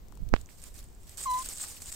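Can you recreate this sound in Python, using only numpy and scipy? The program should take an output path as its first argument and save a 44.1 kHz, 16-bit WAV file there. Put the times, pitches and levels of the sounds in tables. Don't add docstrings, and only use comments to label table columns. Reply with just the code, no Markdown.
import sys
import numpy as np
from scipy import signal
from scipy.fft import rfft, irfft, next_fast_len
from scipy.io import wavfile
from scipy.ndimage import uniform_filter1d, map_coordinates

SR = 44100
rng = np.random.default_rng(int(sys.argv[2]) if len(sys.argv) > 2 else 0)


def amplitude_ratio(level_db):
    exponent = np.asarray(level_db, float) / 20
    return 10 ** exponent


def unload_audio(sound):
    columns = np.transpose(np.atleast_2d(sound))
    steps = np.round(np.clip(columns, -1, 1) * 32767)
    wavfile.write(sys.argv[1], SR, steps.astype(np.int16))


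N = 85995


def unit(x):
    return x / np.sqrt(np.mean(x ** 2) + 1e-20)


def along(points, hz):
    f, v = np.transpose(points)
    return np.interp(np.log(hz + 1), np.log(f + 1), v)


def curve(points):
    s, v = np.transpose(points)
    return np.interp(np.arange(N) / SR, s, v)


def wobble(rate_hz):
    knots = rng.standard_normal(int(N * rate_hz / SR) + 4)
    return map_coordinates(knots, [np.arange(N) * rate_hz / SR])


def filtered(x, response):
    m = next_fast_len(N + SR // 2)
    return irfft(rfft(x, m) * response(np.fft.rfftfreq(m, 1 / SR)), m)[..., :N]


def spread(pair, spectrum, alike):
    def mid_side(hz):
        turn = np.arccos(np.clip(along(alike, hz), -1, 1)) / 2
        return amplitude_ratio(along(spectrum, hz)) * [np.cos(turn), np.sin(turn)]
    mid, side = filtered(pair, mid_side)
    return unit(np.array([mid + side, mid - side]))


def sides(pan_db):
    return amplitude_ratio(np.array([pan_db / 2, -pan_db / 2]))


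def step_up(t, at_s, rise_s):
    return (1 + np.tanh((t - at_s) / rise_s)) / 2


# (frequency [Hz], density [dB per Hz])
AIR_SPECTRUM = [(8.8, -2.5), (20, -8.5), (40, -3), (75, -11.5), (150, -21.5), (334, -26), (600, -36),
                (780, -47.5), (1320, -120)]
# (frequency [Hz], likeness [0..1])
AIR_ALIKE = [(20, .25), (35, .9), (100, .6), (300, .5), (640, 0.2), (3000, .02)]
# (time [s], level [dB])
AIR_SWELL = [
    (0, 0),
    (.15, 2),
    (.5, 0),
    (.9, 1),
    (1.1, -0.5),
    (1.35, -1),
    (1.6, -4),
    (1.8, -0.5),
    (1.95, 0.5),
]
# (frequency [Hz], density [dB per Hz])
HISS_SPECTRUM = [(250, -3), (700, -1), (1500, -9.5), (4000, -14.5), (8000, -10.5), (10300, -20.5),
                 (13000, -15), (15800, -14.5)]
AIR_DB, HISS_DB = -49, -62


def night():
    gusts = rng.standard_normal((2, N)) * amplitude_ratio(1.4 * wobble(6.17))
    air = spread(gusts, AIR_SPECTRUM, AIR_ALIKE)
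    hiss_alike = [(300, 0.19), (2000, 0.0091), (8000, 0.49)]
    hiss = spread(rng.standard_normal((2, N)), HISS_SPECTRUM, hiss_alike)
    return amplitude_ratio(AIR_DB + curve(AIR_SWELL)) * air + amplitude_ratio(HISS_DB) * hiss


# (frequency [Hz], level [dB])
PORT = [(4500, -22.5), (6000, -17.5), (7000, -4.5), (8350, 0.7), (9200, -9.5), (10500, -23.5)]
# (frequency [Hz], density [dB per Hz])
LEAF = [(200, -4.5), (400, -6), (1200, -5.5), (3000, -4.5), (5500, -1), (10000, -7.5), (13000, -4),
        (15800, -8.5)]
# (time [s], peak [dB], broad part [dB], left-right [dB])
SNAPS = [(0.0833, -46.5, -7, 16.0), (0.1222, -47, -6, 16.0), (0.1528, -48.5, -8, 16.5),
         (0.1733, -46.5, -7.5, 15.0), (0.2887, -44.5, -5, 19.0), (0.413, -36.5, -10.5, 8),
         (0.458, -53, -6, 1), (0.618, -41.5, -8, -6.5), (0.6389, -31.5, -18, -13), (0.7414, -36, -12, -2),
         (0.7896, -36.5, -5, 1), (0.828, -50, -0.5, 11), (0.9488, -46.5, -26, -11),
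         (1.0321, -43.5, -9.5, -3), (1.0939, -31.5, -14.5, 1), (1.1728, -30, -12, -13),
         (1.2307, -24, -31, -6.5), (1.2364, -20, -21, 6), (1.3125, -33, -4, -8), (1.3877, -25, -24, -13),
         (1.423, -46, -15, -12), (1.4875, -21.5, -16, -4.5), (1.5733, -26, -20, -2.0),
         (1.6202, -26, -21, 9), (1.6384, -22, -30, 9), (1.8023, -45, -7, -11.5), (1.8196, -25.5, -12, -4),
         (1.8579, -26.5, -30, 0), (1.924, -22, -25, 16)]
# (time [s], peak [dB], left-right [dB])
MORE_SNAPS = [(0.4695, -47, -6.5), (0.526, -49, -5.0), (0.583, -45, -5.0), (0.623, -38, -4.5),
              (0.841, -41.5, -6), (0.8644, -52, 0.0), (0.8859, -45.5, -1.5), (0.9286, -53, -9),
              (1.0114, -52, -2.0), (1.1168, -38, -2.0), (1.1785, -29.5, -11), (1.207, -32, -10),
              (1.2115, -30, -5.5), (1.2444, -26, 3), (1.4451, -40, -13), (1.4592, -23.5, -3), (1.5232, -32, 0.0),
              (1.5579, -30, -3.5), (1.5824, -27, -2.0), (1.597, -28, 2), (1.6052, -32, 2), (1.6127, -31, 4),
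              (1.6314, -23.5, 5), (1.6835, -28, 5), (1.747, -36, -0.5), (1.87, -34, -1.0), (1.884, -29, 0.0),
              (1.919, -27, 3.5), (1.9273, -28, 2.5)]
# (time [s], level [dB], pitch [Hz], left-right [dB])
THUDS = [(0.1247, -46.5, 1050, 9), (.173, -50.5, 950, 9), (0.4599, -42, 6500, -11),
         (0.49, -48, 2140, -19.5), (0.506, -53.5, 2250, -16), (.757, -54.5, 1680, -17),
         (1.423, -36.5, 4500, 9), (1.489, -45.5, 398, -1), (1.6, -42, 1590, -14), (1.64, -40.5, 1280, -10),
         (1.769, -45, 2680, -18), (1.803, -48, 1820, -2)]
MORE_SNAPS_BROAD_DB = -19
SNAP_T60_S, SNAP_RISE_S = .008, .001
THUD_CYCLES, THUD_LEAST_S = 1, .0002


def snaps():
    t = np.arange(SR // 20) / SR
    whistle, broad, thuds = np.zeros((3, 2, N + SR))
    cracks = [*SNAPS, *[(s, db, MORE_SNAPS_BROAD_DB, pan_db) for s, db, pan_db in MORE_SNAPS]]
    noises = rng.standard_normal((len(cracks), 4, len(t)))
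    burst = amplitude_ratio(-60 * t / SNAP_T60_S) * (1 - np.exp(-t / SNAP_RISE_S))
    for (s, db, broad_db, pan_db), noise in zip(cracks, noises):
        shape = amplitude_ratio(db) * burst * sides(np.clip(pan_db, -10, 10))[:, None]
        span = slice(round(s * SR), round(s * SR) + len(t))
        whistle[:, span] += shape * (noise[0] + 0.12 * noise[1:3])
        broad[:, span] += shape * amplitude_ratio(broad_db) * (noise[3] + noise[1:3])
    for s, db, hz, pan_db in THUDS:
        u = t / max(THUD_CYCLES / hz / 2, THUD_LEAST_S)
        ring = np.e * u * np.exp(-u) * np.sin(2 * np.pi * hz * t)
        span = slice(round(s * SR), round(s * SR) + len(t))
        thuds[:, span] += amplitude_ratio(db) * ring * sides(pan_db)[:, None]
    whistle = filtered(whistle[:, :N], lambda hz: amplitude_ratio(along(PORT, hz) + 11))
    broad = filtered(broad[:, :N], lambda hz: amplitude_ratio(along(LEAF, hz) + 12) * hz ** 2 / (hz ** 2 + 1500 ** 2))
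    return whistle + broad + thuds[:, :N]


# (time [s], level [dB], rebound [Hz])
JERKS = [
    (.207, -36, 120),
    (.2225, -32, 170),
    (.2285, -29, 80),
    (.2685, -26.5, 100),
]
JERK_GROWS_S, JERK_DIES_S, JERK_SWELL = .009, .008, .6


def jerks():
    out = np.zeros(N)
    for s, db, hz in JERKS:
        u = np.arange(N) / SR - s
        after_s = np.clip(u, 0, None)
        late = after_s / JERK_DIES_S
        envelope = np.exp(np.clip(u, None, 0) / JERK_GROWS_S - late)
        rebound = np.e * JERK_SWELL * late - np.cos(2 * np.pi * hz * after_s)
        out += amplitude_ratio(db) * envelope * rebound
    return out


# (time [s], level [dB])
DRAG = [
    (.17, -58),
    (.205, -44),
    (.232, -42),
    (.29, -44),
    (.36, -41),
    (.43, -42),
    (.47, -60),
]
# (time [s], level [dB], rise [s])
SLIPS = [
    (.3318, -16, .0008),
    (.3361, -17, .0006),
    (.3395, -9.3, .0005),
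]
# (time [s], level [dB], half width [s])
POPS = [(.33907, -.7, .00013), (.33891, -8.5, .00006), (.3388, -18, .0004), (.3331, -28, .0003),
        (.3345, -25, .001), (.3354, -26, .0002), (.348, -24, .00009), (.3487, -30, .00015),
        (.36055, -26, .00008), (.3641, -16.5, .00008), (.3684, -35, .00008)]
DRAG_HZ, SEALED_HZ = 80.6, 8500
PULL_S, PULL_DB, PULL_GROWS_S, LEAK_S = .3305, -12.6, .0065, .007
POP_POINT = 1.8
PEEL_S, PEEL_DB, PEEL_T60_S, PEEL_HZ = .347, -47, .2, 5500


def finger():
    t = np.arange(N) / SR

    def leak(s):
        return np.exp(-np.clip(t - s, 0, None) / LEAK_S)

    rub = filtered(rng.standard_normal(N), lambda hz: hz / (hz + 26) / (1 + (hz / DRAG_HZ) ** 3))
    drag = amplitude_ratio(curve(DRAG)) * unit(rub)
    pull = -amplitude_ratio(PULL_DB) * np.exp(-np.clip(PULL_S - t, 0, None) / PULL_GROWS_S) * leak(PULL_S)
    slips = sum(amplitude_ratio(db) * step_up(t, s, rise_s) * leak(s) for s, db, rise_s in SLIPS)
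    pops = sum(-amplitude_ratio(db) * np.exp(-(np.abs(t - s) / half_s) ** POP_POINT) for s, db, half_s in POPS)
    rough = rng.standard_normal(N) * amplitude_ratio(3 * wobble(600))
    skin = unit(filtered(rough, lambda hz: hz / (hz + 300) / (1 + (hz / PEEL_HZ) ** 4)))
    t60_s = np.where(t > PEEL_S, PEEL_T60_S, PEEL_T60_S / 15)
    peel = amplitude_ratio(PEEL_DB - 60 * np.abs(t - PEEL_S) / t60_s) * skin
    pressure = drag + jerks() + pull + slips + pops + peel
    right = filtered(pressure, lambda hz: 1 / (1 + (hz / SEALED_HZ) ** 6))
    return np.array([np.zeros(N), right])


PATCH_DB = 2


def patchy(pair):
    z = signal.stft(pair, nperseg=256)[2]
    field = uniform_filter1d(rng.standard_normal(z.shape[1:]), size=7, axis=0)
    field = uniform_filter1d(field, size=7, axis=1)
    return signal.istft(z * amplitude_ratio(PATCH_DB * unit(field)), nperseg=256)[1][:, :N]


GRAINS_PER_S, GRAIN_HZ, GRAIN_CYCLES, GRAIN_SPREAD_DB = 1600, 8000, 2.5, 3.2


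def crackle():
    at, side, u = rng.random((int(GRAINS_PER_S * N / SR), 3)).T
    hz = np.clip(GRAIN_HZ * np.exp(0.456 * rng.standard_normal(len(at))), 600, 15000)[:, None]
    t = np.arange(SR // 200) / SR
    size = amplitude_ratio(-GRAIN_SPREAD_DB * np.log(u + 1 / 50) + along(PORT, hz[:, 0]) / 2)[:, None]
    decay = np.exp(-t * hz / GRAIN_CYCLES) * (1 - np.exp(-t * hz))
    ring = size * np.sin(2 * np.pi * hz * t) * decay
    where = ((at * N).astype(int)[:, None] + np.arange(len(t))).ravel()
    gains = sides(20 * (side - .5))
    return unit(np.array([np.bincount(where, (ring * g[:, None]).ravel(), N + SR)[:N] for g in gains]))


# (time [s], length [s], level [dB], broad part [dB], left-right [dB])
SHOVES = [(0.328, 0.09, -68.5, 3, -8), (0.486, 0.044, -63.5, 5.5, -8), (0.536, 0.038, -66.5, 2, -2),
          (0.567, 0.037, -61, 1, -7), (0.619, 0.031, -57, 2.5, -6), (0.65, .032, -55.5, 2.5, -3),
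          (0.696, 0.053, -69.5, 7.5, -3), (0.743, 0.025, -62, 6, -5), (0.773, 0.029, -60.5, 7, -4.5),
          (0.818, 0.027, -67.5, 6.5, -4), (0.862, 0.045, -75, -6, -8), (0.997, 0.21, -69, 3.5, -4),
          (1.064, 0.086, -60, 3, -2.5), (1.17, 0.053, -44, -0.5, -2.5), (1.221, 0.018, -40, -8, -7.5),
          (1.237, 0.046, -56, 8, 0), (1.292, 0.027, -46.5, 1.5, -2.5), (1.33, 0.039, -47.5, 2, -3.5),
          (1.369, 0.06, -43, -3.5, -3.5), (1.438, 0.032, -43, 0, -1), (1.483, 0.049, -42, -1, -1),
          (1.544, 0.087, -46, -2, -3), (1.596, 0.053, -41, -3, -1), (1.655, 0.056, -46.5, -0.5, -3),
          (1.708, 0.075, -49.5, -1.5, 0), (1.799, 0.014, -51, -4, 0), (1.814, 0.013, -43.5, -4.5, -4),
          (1.832, 0.029, -49, -5.5, -2), (1.859, 0.039, -44.5, -3, -0.5), (1.909, 0.046, -46.5, -1, -4)]
# (frequency [Hz], likeness [0..1])
LEAF_ALIKE = [(600, 0.19), (3000, 0.028), (6500, 0.097), (10000, 0.85), (15000, 0.26)]
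SHOVE_RISE_S, SHOVE_FALL_DB_PER_S = 0.0086, 483
LEAF_DB, GRAIN_DB, CLUMP_DB = -1, -8, 1


def rustle():
    t = np.arange(N) / SR
    whistle_power, broad_power = np.zeros((2, 2, N))
    for s, length_s, db, broad_db, pan_db in SHOVES:
        fall_db = SHOVE_FALL_DB_PER_S * np.clip(t - s - length_s, 0, None)
        shape = amplitude_ratio(db - fall_db) * np.clip((t - s) / SHOVE_RISE_S, 0, 1) * sides(pan_db)[:, None]
        whistle_power += shape ** 2
        broad_power += (shape * amplitude_ratio(broad_db)) ** 2

    def clumpy_hiss(depth_db):
        clumps_db = CLUMP_DB * np.array([wobble(150), wobble(110)])
        return rng.standard_normal((2, N)) * amplitude_ratio(depth_db * wobble(59.57) + clumps_db)

    ports = spread(patchy(clumpy_hiss(1.9)), PORT, [(8000, 0.84)])
    whistle = np.sqrt(whistle_power) * (ports + amplitude_ratio(GRAIN_DB) * crackle())
    broad = np.sqrt(broad_power) * spread(patchy(clumpy_hiss(1.5)), LEAF, LEAF_ALIKE)
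    return amplitude_ratio(LEAF_DB) * (whistle + broad)


# (time [s], level [dB])
CHIRP = [
    (1.2545, -60),
    (1.258, -37),
    (1.262, -32),
    (1.276, -32.5),
    (1.308, -29.5),
    (1.355, -30),
    (1.39, -35),
    (1.422, -43),
    (1.433, -62),
]
# (multiple [1], level re fundamental [dB], fade [dB per s])
OVERTONES = [(2, -29, -15), (3, -29, 70), (4, -22, 140), (5, -38, 60), (6, -26, 60), (7, -30, 60)]
CHIRP_HZ, ONSET_HZ, SETTLE_S = 1003, 135, .015
LIFT_HZ, LIFT_S, LIFT_WIDE_S = 52, 1.392, .017
OVERTONES_S, OVERTONES_RISE_S = 1.263, .002
BRIGHTEN, TREMBLE = .1, .0025
CHIRP_DB, CHIRP_LAG_S = 1.3, .00017
TURN_DB, TURN_S, TURN_WIDE_S = 4, 1.39, .008


def chirp():
    t = np.arange(N) / SR
    db = curve(CHIRP)
    start_s, end_s = CHIRP[0][0], CHIRP[-1][0]
    since_s = np.clip(t - start_s, 0, None)
    hz = CHIRP_HZ + ONSET_HZ * np.exp(-since_s / SETTLE_S) + LIFT_HZ * step_up(t, LIFT_S, 2 * LIFT_WIDE_S)
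    phase = 2 * np.pi * np.cumsum(hz * (1 + TREMBLE * wobble(100))) / SR
    over = np.zeros(N)
    for k, level_db, fade_db_per_s in OVERTONES:
        over += amplitude_ratio(level_db - fade_db_per_s * since_s + 3.3 * wobble(61.6)) * np.sin(k * phase)
    over *= amplitude_ratio(BRIGHTEN * (db - db.max())) * step_up(t, OVERTONES_S, OVERTONES_RISE_S)
    tone = np.sin(phase - 2 * np.pi * hz * [[CHIRP_LAG_S], [0]]) + over
    pan_db = TURN_DB / (1 + np.exp(-np.clip((t - TURN_S) / TURN_WIDE_S, -50, 50)))
    return np.sqrt(2) * amplitude_ratio(db + CHIRP_DB) * tone * (t > start_s) * (t < end_s) * sides(pan_db)


# (frequency [Hz], gain [dB])
COVERED = [(400, 0.5), (2000, -1.5), (4500, 1), (8000, -16), (12000, -1.5)]


def scene():
    left, right = night() + snaps() + rustle() + chirp()
    shut = np.arange(N) / SR < POPS[0][0]
    muffled = filtered(right, lambda hz: amplitude_ratio(along(COVERED, hz)))
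    return np.array([left, np.where(shut, muffled, right)]) + finger()


def roll_off(x):
    return signal.sosfilt(signal.butter(12, 16810, fs=SR, output="sos"), x)


TOP_HZ = 15800


def record(dry):
    mix = filtered(dry, lambda hz: np.clip((TOP_HZ + 100 - hz) / 200, .011, 1))
    return roll_off(mix)


dry = scene()
out = record(dry)
unload_audio(out)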